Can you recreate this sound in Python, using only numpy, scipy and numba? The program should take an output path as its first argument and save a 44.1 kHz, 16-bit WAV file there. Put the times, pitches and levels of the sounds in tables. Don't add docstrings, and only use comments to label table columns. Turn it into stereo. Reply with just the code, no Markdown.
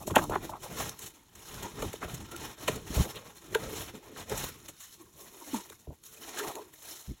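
import sys
import numpy as np
from scipy import signal
from scipy.fft import rfft, irfft
from scipy.io import wavfile
from numba import njit

SR = 44100
rng = np.random.default_rng(int(sys.argv[2]) if len(sys.argv) > 2 else 0)


def to_wav(s):
    ch = np.atleast_2d(s).T
    pcm = np.round(np.clip(ch, -1, 1) * 32767)
    wavfile.write(sys.argv[1], SR, pcm.astype(np.int16))


N = 317520
TIME = np.arange(N) / SR
COARSE_TIME = TIME[::32]
FREQ = np.arange(N // 2 + 1) * SR / N

# (peak time [s], rise [s], fall [s], leaves level [dB],
# stems on plastic level [dB], air in the bucket level [dB], grip on the phone level [dB])
SWEEPS = [(.185, .19, .3, -46, -53, -36.5, -37), (.36, 0.12, 0.45, -58, -50.5, -48, -55.5),
          (.808, 0.13, .14, -34.5, -30, -55, -42.5), (1.6, 0.27, 0.25, -45, -41.5, -48.5, -49.5),
          (1.825, 0.12, 0.2, -41, -39.5, -41.5, -41), (2.128, 0.096, 0.36, -47, -46, -51, -48.5),
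          (2.448, 0.21, 0.14, -44, -41, -47, -53), (2.725, 0.072, .12, -42, -37.5, -40, -41.5),
          (2.995, 0.17, 0.13, -34.5, -35.5, -41.5, -40.5), (3.641, 0.098, 0.2, -45.5, -39, -37.5, -44),
          (3.8, 0.2, 0.085, -37, -37, -53, -51.5), (4.415, 0.12, .14, -33.5, -32.5, -47, -42.5),
          (4.65, .3, 0.16, -52, -52.5, -57.5, -58.5), (5.014, 0.038, .13, -56, -56, -69, -68),
          (5.22, 0.19, 0.12, -53, -66, -75, -66), (5.555, .3, 0.16, -42, -42, -47.5, -67),
          (6.405, 0.2, 0.22, -41, -37.5, -50.5, -74), (6.59, 0.4, 0.083, -55.5, -53, -41.5, -67.5),
          (6.914, 0.19, 0.27, -42.5, -49, -58.5, -71)]
# (peak time [s], fall [s], leaves level [dB], stem on plastic level [dB])
FRONDS = [(0.02, 0.18, -50, -58), (0.234, 0.02, -44, -50), (0.334, 0.032, -51.5, -34),
          (0.445, 0.048, -41.5, -36), (0.499, 0.028, -42, -57), (.635, .07, -43, -46),
          (1.042, 0.16, -45.5, -46.5), (1.38, 0.084, -52, -51), (1.48, 0.21, -45.5, -69),
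          (1.65, 0.062, -49, -36), (1.961, 0.035, -42.5, -43), (2.036, 0.041, -43.5, -33),
          (2.087, .025, -46.5, -43), (2.333, 0.046, -54.5, -42), (2.639, 0.12, -42, -41.5),
          (2.928, .04, -39, -37), (3.102, 0.038, -40.5, -39), (3.168, .12, -50, -40),
          (3.271, 0.084, -50, -44.5), (3.368, 0.063, -49, -52), (3.45, .1, -52.5, -48),
          (3.53, .08, -44.5, -36.5), (3.89, .05, -48.5, -42), (3.954, 0.06, -48.5, -44),
          (4.07, 0.14, -56, -49), (4.186, 0.079, -41.5, -40.5), (4.315, 0.065, -40.5, -33),
          (4.826, .12, -45, -68.5), (4.933, 0.053, -48, -61.5), (5.424, 0.049, -50.5, -64),
          (5.73, 0.069, -52, -53.5), (5.808, 0.034, -54.5, -55), (6.06, 0.062, -49, -80),
          (6.12, 0.079, -51, -60.5), (6.237, 0.21, -46.5, -56.5), (6.389, 0.043, -36.5, -48),
          (6.484, 0.03, -39.5, -36.5), (6.74, 0.028, -53, -51)]
# (leaves level [dB], stems level [dB], bucket level [dB], grip level [dB])
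REST_LEVELS = (-67, -63.5, -78.5, -72.5)
# (frequency [Hz], relative density [dB])
LEAF_SPECTRUM = [(150, -27), (500, -15.5), (1200, 0), (1700, 2), (2500, -1), (4000, 4.5), (5800, 2.5),
                 (8800, -0.5), (11000, 2), (16000, -1.5)]
# (time [s], rustle tilt [dB per octave])
LEAF_TILT = [(0, -0.5), (2.4, -4.2), (3.0, -2.9), (3.6, -2), (4.4, -3), (4.85, -1.5), (5.2, 1),
             (5.55, -1.5), (5.95, 2), (6.35, -3.5), (6.6, 1), (6.9, -0.5), (7.2, -3)]
# (frequency [Hz], relative density [dB])
SCRAPE_SPECTRUM = [(200, -19), (450, 2), (700, -10), (1200, -7), (2200, -1.5), (4000, -47), (9000, -41)]
# (frequency [Hz], width [Hz], level [dB])
PLASTIC_MODES = [(427.6, 96, 4), (621, 22, -1.5), (873, 34, 2), (993, 42, 3), (1430, 71, 3.5),
                 (1604, 100, 1.5), (1882, 190, 1), (2400, 230, 0), (2700, 39, -6.5), (3280, 130, -1)]
# (time [s], level [dB], woody band relative to treble [dB], 60 dB decay [s])
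CRACKS = [(0.0698, -24.5, -29, 0.074), (0.1067, -33, 4.5, 0.036), (0.1588, -9, 2.5, 0.01),
          (0.18, -24, 2, 0.032), (0.24, -22.5, -20, 0.0098), (0.297, -29.5, -18, 0.026),
          (0.353, -31, -4, 0.014), (0.7883, -28, -14, 0.04), (0.8946, -16.5, -21, 0.0045),
          (0.9926, -22.5, -13, 0.0066), (1.018, -29, -32, 0.085), (1.0595, -29, -25, 0.07),
          (1.3533, -36, -3, 0.033), (1.544, -27, -18, 0.0055), (1.628, -26, -9, 0.041),
          (1.822, -25.5, 2.5, 0.027), (1.9305, -29, 0.5, 0.031), (2.143, -27.5, -6.5, 0.042),
          (2.314, -31, -3, 0.033), (2.364, -22.5, -4, 0.0072), (2.679, -18, 7, 0.04),
          (2.758, -27.5, -8, 0.029), (2.9666, -26, -14, 0.033), (3.157, -32.5, -17, 0.022),
          (3.372, -35, -17, 0.0096), (3.5486, -19, 10.5, 0.011), (3.881, -38.5, 9, 0.044),
          (4.297, -24, -9, 0.012), (4.374, -21, -9, 0.054), (4.684, -28.5, -3, 0.047),
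          (4.8027, -33.5, -18, 0.066), (5.542, -27, -23, 0.033), (5.7005, -29, -0.5, 0.0089),
          (5.729, -45, -7, 0.013), (6.037, -35.5, -21, 0.016), (6.555, -24.5, -3.5, 0.0049)]
# (time [s], length [s], rms level [dB],
# lowest frequency [Hz], highest frequency [Hz])
CRUNCHES = [(0.002, 0.04, -47.5, 547, 1140), (0.071, 0.013, -34, 110, 610), (0.097, 0.023, -39, 500, 1400),
            (0.135, 0.029, -37.5, 700, 1590), (0.1576, 0.0024, -17.5, 2670, 3650),
            (0.163, .011, -18.5, 200, 1010), (0.165, 0.0075, -23, 1300, 3360),
            (0.179, .016, -24.5, 400, 1790), (0.211, 0.045, -37, 648, 1280), (0.306, 0.016, -35, 350, 1290),
            (0.323, 0.024, -32.5, 545, 1730), (0.354, 0.011, -26, 674, 1740),
            (0.513, 0.069, -46.5, 630, 1390), (0.637, 0.034, -44.5, 546, 1140),
            (0.752, 0.013, -42.5, 129, 700), (0.798, 0.025, -43, 129, 900),
            (1.775, 0.039, -44.5, 250.4, 2200), (1.819, 0.035, -40, 270, 1510),
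            (2.017, 0.037, -38, 403, 2400), (2.077, 0.019, -46.5, 301, 1405),
            (2.324, 0.016, -47.5, 301, 890), (2.674, 0.024, -33, 131.5, 638),
            (2.977, 0.042, -42, 400, 1272), (3.041, 0.036, -41.5, 248, 1010),
            (3.149, 0.032, -43.5, 2640, 4200), (3.932, 0.07, -48.5, 166, 500),
            (4.085, 0.081, -52, 220.8, 525), (4.16, 0.043, -49, 977, 2090),
            (4.311, 0.037, -42.5, 1200, 2200), (4.686, 0.018, -52, 90, 904),
            (5.721, 0.013, -49.5, 950, 2220), (5.886, 0.05, -50.5, 59.3, 815),
            (6.368, 0.047, -38, 1400, 1870), (6.442, 0.078, -42, 600, 1220),
            (6.553, 0.044, -43.5, 480, 1050), (7.083, 0.028, -41, 48.7, 336)]
# (time [s], level [dB], first pitch [Hz],
# last pitch [Hz], time to peak [s], share through the air, not the phone's body [0-1, clipped])
KNOCKS = [(0.0769, -23.5, 900, 520, 0.002, 0), (0.109, -29, 715, 252, 0.0051, 0),
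          (0.1628, -7, 1630, 1310, 0.00089, .3), (0.1632, -9, 1005, 790, 0.0029, 0),
          (0.1635, -7.5, 656, 554, 0.003, 0.05), (.183, -15.5, 908, 577, 0.003, 0),
          (0.296, -21, 1095, 130, 0.0021, 0), (.321, -20, 1300, 730, 0.0016, .3),
          (0.3544, -22, 1850, 1450, 0.0013, 0.5), (0.3566, -16, 1340, 925, 0.0019, 0),
          (.358, -28.5, 420, 340, 0.0073, 0), (.493, -27.5, 1160, 555, 0.003, 0),
          (.534, -26.5, 1105, 800, 0.0034, 0.4), (.789, -32, 610, 160, 0.0024, 0.04),
          (1.827, -25, 634, 395, 0.0024, 0.1), (1.843, -29, 476, 228, 0.0025, 0.01),
          (1.9397, -23, 890, 328, 0.00093, 0.4), (2.044, -33, 810, 484, .0025, 0.7),
          (2.134, -25, 155, 113, 0.007, 0), (2.681, -19.5, 1390, 820, 0.0028, .8),
          (2.684, -16.5, 706, 476, 0.0024, 0.8), (2.973, -26, 820, 417, 0.0038, 0.4),
          (3.5493, -12, 1730, 1520, 0.0014, 0.9), (3.552, -20, 1094, 800, 0.0026, 1.2),
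          (3.5535, -14.5, 480, 434, 0.0031, 1), (4.317, -24.5, 459, 416, 0.0032, 0.7),
          (4.319, -28, 909, 750, 0.0026, 0.78), (5.532, -21, 312, 189, 0.01144, 0),
          (5.543, -25.5, 1003, 900, 0.0032, 0), (5.705, -41.5, 937, 201, 0.0026, 0),
          (5.871, -39, 955, 50.4, 0.0036, 0.04), (5.907, -35, 694, 70.3, 0.0015, 0.08),
          (7.091, -35, 256, 167.3, 0.005, .6)]
# (peak time [s], fall [s], bucket's low note [Hz], low level [dB], #
# scoop's upper note [Hz], upper level [dB])
SCOOP_RUBS = [(1.66, 0.056, 347, -48, 916, -42.5), (2.335, 0.096, 337.5, -47, 1370, -45.5),
              (2.775, 0.056, 450, -41, 1390, -54.5), (3.74, 0.075, 442, -40.5, 1000, -64.5),
              (5.015, 0.054, 320.5, -56, 1058, -62), (5.08, .04, 365, -59, 1016, -68),
              (5.225, 0.15, 390, -56.5, 1060, -59), (5.355, 0.05, 401, -53, 1002, -64),
              (5.423, 0.025, 336, -54, 953, -45), (5.59, 0.054, 256, -60, 950, -49),
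              (6.225, 0.072, 288, -53, 950, -74), (6.425, 0.089, 397.3, -38, 950, -47),
              (6.59, 0.07, 422.6, -47.5, 927, -47.5)]
# (time [s], frequency [Hz])
BUCKET_PITCH = [(0, 421), (.8, 337), (1.8, 374), (2.25, 294), (2.75, 408), (3.6, 432), (4.0, 322.6),
                (4.35, 387), (5.3, 369), (5.55, 270), (6.3, 401), (6.9, 391.7)]
# (time [s], level [dB], pitch [Hz], time to peak [s])
STEPS = [(0.113, -30, 93.4, 0.011), (1.856, -38.5, 91, 0.011), (2.052, -37, 65, 0.0064),
         (2.698, -31, 134, 0.0036), (2.902, -28, 73, 0.005), (2.968, -21.5, 70.5, 0.0089),
         (2.996, -22.5, 63, 0.0084), (4.335, -43, 64.7, 0.0046), (5.875, -39.5, 74.7, 0.013),
         (7.074, -41, 69.9, 0.012), (7.104, -36, 50.5, 0.008)]
# (frequency [Hz], relative density [dB])
RUMBLE_SPECTRUM = [(15, -30.5), (35, -5), (62, -4), (110, -1.5), (180, -5), (300, -10), (600, -28),
                   (2000, -82.5)]
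# (frequency [Hz], relative density [dB])
AIR_SPECTRUM = [(20, -16.5), (120, -34), (400, -31.5), (1000, -15), (3000, 20), (16000, -0.5)]
# (frequency [Hz], phase [rad])
PORT_PHASE = [(0, 0), (430, .6), (700, 1.6), (1000, 2.1), (2000, 2.25), (3500, 1.8), (4300, 2.25),
              (4800, 3.14), (6750, 6.28), (9000, 9.42), (13250, 15.71), (17600, 22)]

SWELL_DB, SWELL_SHAPE = 19, 1.24
FROND_RISE = 0.69
FROND_BUCKET_DB, FROND_GRIP_DB = -6, -11
TILT_PIVOT_HZ = 6000
AIR_DB = -73.5
TOP_HZ = 16400


def undb(db):
    return np.exp(np.asarray(db) * np.log(10) / 20)


def unit(x):
    return x / np.sqrt(np.mean(x ** 2))


def curve(table, axis):
    rows = np.array(table)
    return np.interp(TIME, rows[:, 0], rows[:, axis])


def colour(x, points):
    hz, db = np.transpose(points)
    gain = undb(np.interp(np.log(FREQ + 1), np.log(hz), db))
    return unit(irfft(rfft(x) * gain, N))


def band(x, lo_hz, hi_hz, order=2):
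    sos = signal.butter(order, [lo_hz, min(hi_hz, .45 * SR)], "band", fs=SR, output="sos")
    return signal.sosfilt(sos, x)


def walk(rate):
    knots = np.convolve(rng.standard_normal(N // 2), np.hanning(7), "same")
    return unit(np.interp(TIME * 3 * rate, np.arange(len(knots)), knots))


def clicks(rate, spread_db):
    chance = rate / SR + np.zeros(N)
    at = np.flatnonzero(rng.random(N) < chance)
    size = np.resize(rng.standard_normal(N // 8), len(at))
    height = undb(spread_db * np.clip(size, -2, 2))
    out = np.zeros(N)
    out[at] = (-1) ** at * height / np.sqrt(chance[at])
    return unit(out)


def add(track, start, sound):
    i = max(int(start * SR), 0)
    track[i:i + len(sound)] += sound[:N - i]


@njit
def resonator(x, hz, width):
    y, b, l = np.empty(len(x)), 0., 0.
    for i in range(len(x)):
        g, k = np.tan(np.pi * hz[i] / SR), width / hz[i]
        v = (b + g * (x[i] - l)) / (1 + g * (g + k))
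        b, l, y[i] = 2 * v - b, l + 2 * g * v, k * v
    return y


def swell(peak, rise, fall):
    before = (peak - COARSE_TIME) / max(rise, .01)
    after = (COARSE_TIME - peak) / max(fall, .01)
    away = np.maximum(before, after)
    return undb(-SWELL_DB * away ** SWELL_SHAPE) ** 2


def contacts():
    power = undb(REST_LEVELS)[:, None] ** 2
    for peak, rise, fall, *levels_db in SWEEPS:
        power = power + np.outer(undb(levels_db) ** 2, swell(peak, rise, fall))
    for peak, fall, leaf_db, stem_db in FRONDS:
        levels_db = [leaf_db, stem_db, stem_db + FROND_BUCKET_DB, stem_db + FROND_GRIP_DB]
        power = power + np.outer(undb(levels_db) ** 2, swell(peak, FROND_RISE * fall, fall))
    return [np.interp(TIME, COARSE_TIME, 10 * np.log10(p)) for p in power]


def leaves(level_db, patchy_db=1.0, flicker_db=1.5, tick_share=.25):
    rate = 700 * undb(.6 * (level_db + 50.5))
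    ticks = clicks(tick_share * rate, 6.5)
    edges = np.geomspace(700, 17000, 7)
    tilt = curve(LEAF_TILT, axis=1)
    grains = 0
    for lo, hi in zip(edges, edges[1:]):
        own = clicks(rate, 5.1) + undb(-0.5) * rng.standard_normal(N)
        tint = patchy_db * walk(29) + flicker_db * walk(120)
        tint = tint + tilt * np.log2(np.sqrt(lo * hi) / TILT_PIVOT_HZ)
        grains = grains + band(own + undb(-10.0) * ticks, lo, hi, order=3) * undb(tint)
    return colour(grains, LEAF_SPECTRUM) * undb(level_db)


def leaf_flicks(level_db, count=1300, spread_db=8.0, cycles=6):
    out = np.zeros(N)
    t = TIME[:SR // 25]
    for when, pitch, size, life in rng.random((count, 4)):
        hz = 1400 * 6 ** pitch
        age = t * hz / (cycles * (0.85 + life))
        db = spread_db * min(-np.log(1 - size), 3)
        ring = age * np.exp(-2 * age) * np.sin(2 * np.pi * hz * t)
        add(out, when * N / SR, undb(db) * ring)
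    return unit(out) * undb(level_db)


def plastic(x):
    ring = 0
    for hz, width, db in PLASTIC_MODES:
        ring = ring + undb(db) * signal.lfilter(*signal.iirpeak(hz, hz / width, SR), x)
    return ring


def scrape(level_db, squeak_hz=950, width_hz=260.0):
    rub = colour(clicks(1200, 2.8), SCRAPE_SPECTRUM)
    ring = unit(plastic(band(clicks(1200, 4.6), 570, 4200)))
    note = squeak_hz * np.exp(0.17 * walk(9.7))
    squeak = resonator(clicks(1200, 4.75), note, width_hz)
    squeak = unit(resonator(squeak, note, 2 * width_hz))
    return unit(rub + undb(2.5) * ring + undb(2.5) * squeak) * undb(level_db)


def cracks(build=0.092, onset_db=-13, onset_s=0.0028):
    snap, wood = np.zeros(N), np.zeros(N)
    t = TIME[:SR // 6] - TIME[SR // 40]
    fibres = unit(band(clicks(8400, 0.74), 3000, 11600, order=1))
    core = unit(band(clicks(7900, 1.55), 1000, 3330))
    for start, db, wood_db, t60 in CRACKS:
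        age = np.maximum(t, 0) / max(t60, .004)
        onset = undb(onset_db) * np.exp(-np.abs(t) / onset_s)
        fade = undb(db - 60 * age) * (onset + 1 - np.exp(-age / build))
        add(snap, start + t[0], fade)
        add(wood, start + t[0], fade * undb(wood_db))
    return undb(-2.5) * snap * fibres + undb(-4.0) * wood * core


def crunches(rate=1100, spread_db=0.5, clump_db=3.5, rub_db=-7, shape=0.21):
    out = np.zeros(N)
    slips = clicks(rate, spread_db) + undb(rub_db) * rng.standard_normal(N)
    slips = slips * undb(clump_db * walk(110))
    t = TIME[:SR // 8]
    for start, length, db, lo_hz, hi_hz in CRUNCHES:
        part = np.clip(t / length, 0, 1)
        load = (part * (1 - part)) ** shape
        own_slips = np.roll(slips, -int(start * SR))[:len(t)]
        burst = band(own_slips * load, lo_hz, hi_hz)
        burst = signal.sosfilt(signal.butter(6, hi_hz, fs=SR, output="sos"), burst)
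        add(out, start, undb(db) * burst * np.sqrt(length * SR / np.sum(burst ** 2)))
    return out


def knocks(rough=1.0, grit=0.12, hard_s=0.0021):
    body, air = np.zeros(N), np.zeros(N)
    t = TIME[:SR // 8]
    chatter, grain = walk(300), walk(4000)
    for start, db, first_hz, last_hz, rise, airborne in KNOCKS:
        pitch = last_hz + (first_hz - last_hz) * np.exp(-t / (1.6 * rise))
        turns = np.cumsum(pitch) / SR
        envelope = (t / rise) * np.exp(1 - t / rise)
        contact = start + turns / 600
        hardness = min(1, hard_s / rise)
        jitter = rough * hardness * np.interp(contact, TIME, chatter)
        wave = np.sin(2 * np.pi * turns + jitter)
        blow = undb(db - 7.0) * envelope * (wave + grit * np.interp(contact, TIME, grain))
        share = np.clip(airborne, 0, 1)
        add(body, start, (1 - share) * blow)
        add(air, start, share * blow)
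    return body, air


def scoop(low_width_hz=50.0, upper_width_hz=85.0, sway=0.013):
    low_power, upper_power = 1e-12, 1e-12
    for peak, fall, _, low_db, _, upper_db in SCOOP_RUBS:
        contact = swell(peak, FROND_RISE * fall, fall)
        low_power = low_power + undb(low_db) ** 2 * contact
        upper_power = upper_power + undb(upper_db) ** 2 * contact
    low_hz, upper_hz = curve(SCOOP_RUBS, axis=2), curve(SCOOP_RUBS, axis=4)
    out = 0
    for hz, width, power in [(low_hz, low_width_hz, low_power), (upper_hz, upper_width_hz, upper_power)]:
        note = hz * np.exp(sway * walk(12.0))
        air = resonator(clicks(1500, 2.7), note, width)
        air = resonator(air, note, 3.9 * width)
        out = out + unit(air) * np.interp(TIME, COARSE_TIME, np.sqrt(power))
    return out


def hollow(level_db, width_hz=65.0, sway=0.14):
    pitch = curve(BUCKET_PITCH, axis=1) * np.exp(sway * walk(5.3))
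    air = resonator(clicks(1500, 4.8), pitch, width_hz)
    air = resonator(air, pitch, 460.0)
    return unit(air) * undb(level_db)


def steps(rough=0.58):
    out = np.zeros(N)
    t = TIME[:SR // 4]
    ground = colour(rng.standard_normal(N), RUMBLE_SPECTRUM)
    for start, db, hz, rise in STEPS:
        own_ground = np.roll(ground, -int(start * SR))[:len(t)]
        wave = np.sin(2 * np.pi * hz * t) + rough * own_ground
        add(out, start, undb(db) * (t / rise) * np.exp(1 - t / rise) * wave)
    return band(out, 7.4, 700)


def grip_rumble(level_db):
    return colour(rng.standard_normal(N), RUMBLE_SPECTRUM) * undb(level_db + 2.33)


def forest(x, t60=0.11):
    t = TIME[:SR // 2]
    tail = rng.standard_normal((2, len(t))) * undb(-60 * t / t60)
    return signal.fftconvolve(x[None], tail / np.linalg.norm(tail[0]), axes=1)[:, :N]


def still_air():
    noise = [colour(rng.standard_normal(N), AIR_SPECTRUM) for _ in range(2)]
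    return undb(AIR_DB) * np.array(noise)


def ports(x, side, mono_hz=480):
    bass_release = FREQ ** 4 / (FREQ ** 4 + mono_hz ** 4)
    phase = side * np.interp(FREQ, *np.transpose(PORT_PHASE)) * bass_release
    return irfft(rfft(x) * np.exp(np.outer([.5j, -.5j], phase)), N)


def scene():
    leaf_db, stem_db, bucket_db, grip_db = contacts()
    catch, snag = walk(70), walk(22)
    swish_db = leaf_db + 1.9 * catch + 0.6 * snag
    scrape_db = stem_db + 2.8 * catch + 1.7 * snag

    left = undb(-2.5) * leaves(swish_db) + undb(-7) * scrape(scrape_db)
    left = left + undb(-13) * leaf_flicks(swish_db)
    right = undb(-2.5) * leaves(swish_db) + undb(-5.0) * scrape(scrape_db)
    right = right + undb(-14.0) * leaf_flicks(swish_db)

    lows = grip_rumble(grip_db + 2.5 * snag) + steps()
    lows = lows + undb(-4.0) * hollow(bucket_db + 1.4 * snag)
    snaps = cracks()
    body_blows, air_blows = (blow + undb(-0.5) * plastic(blow) for blow in knocks())
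    touching = body_blows + crunches() + scoop() + lows
    near = snaps + undb(-7.0) * plastic(snaps) + air_blows

    scattered = band(left + right + near + touching, 1100, 23000, order=1)
    echo_left, echo_right = undb(-9.5) * forest(scattered)
    return (ports(touching, side=0.86, mono_hz=1030) + ports(left + near + echo_left, side=0.93)
            + ports(right + echo_right, side=-1.127) + still_air())


def record(dry):
    return signal.sosfilt(signal.ellip(10, .2, 80, TOP_HZ, fs=SR, output="sos"), dry)


dry = scene()
out = record(dry)
to_wav(out)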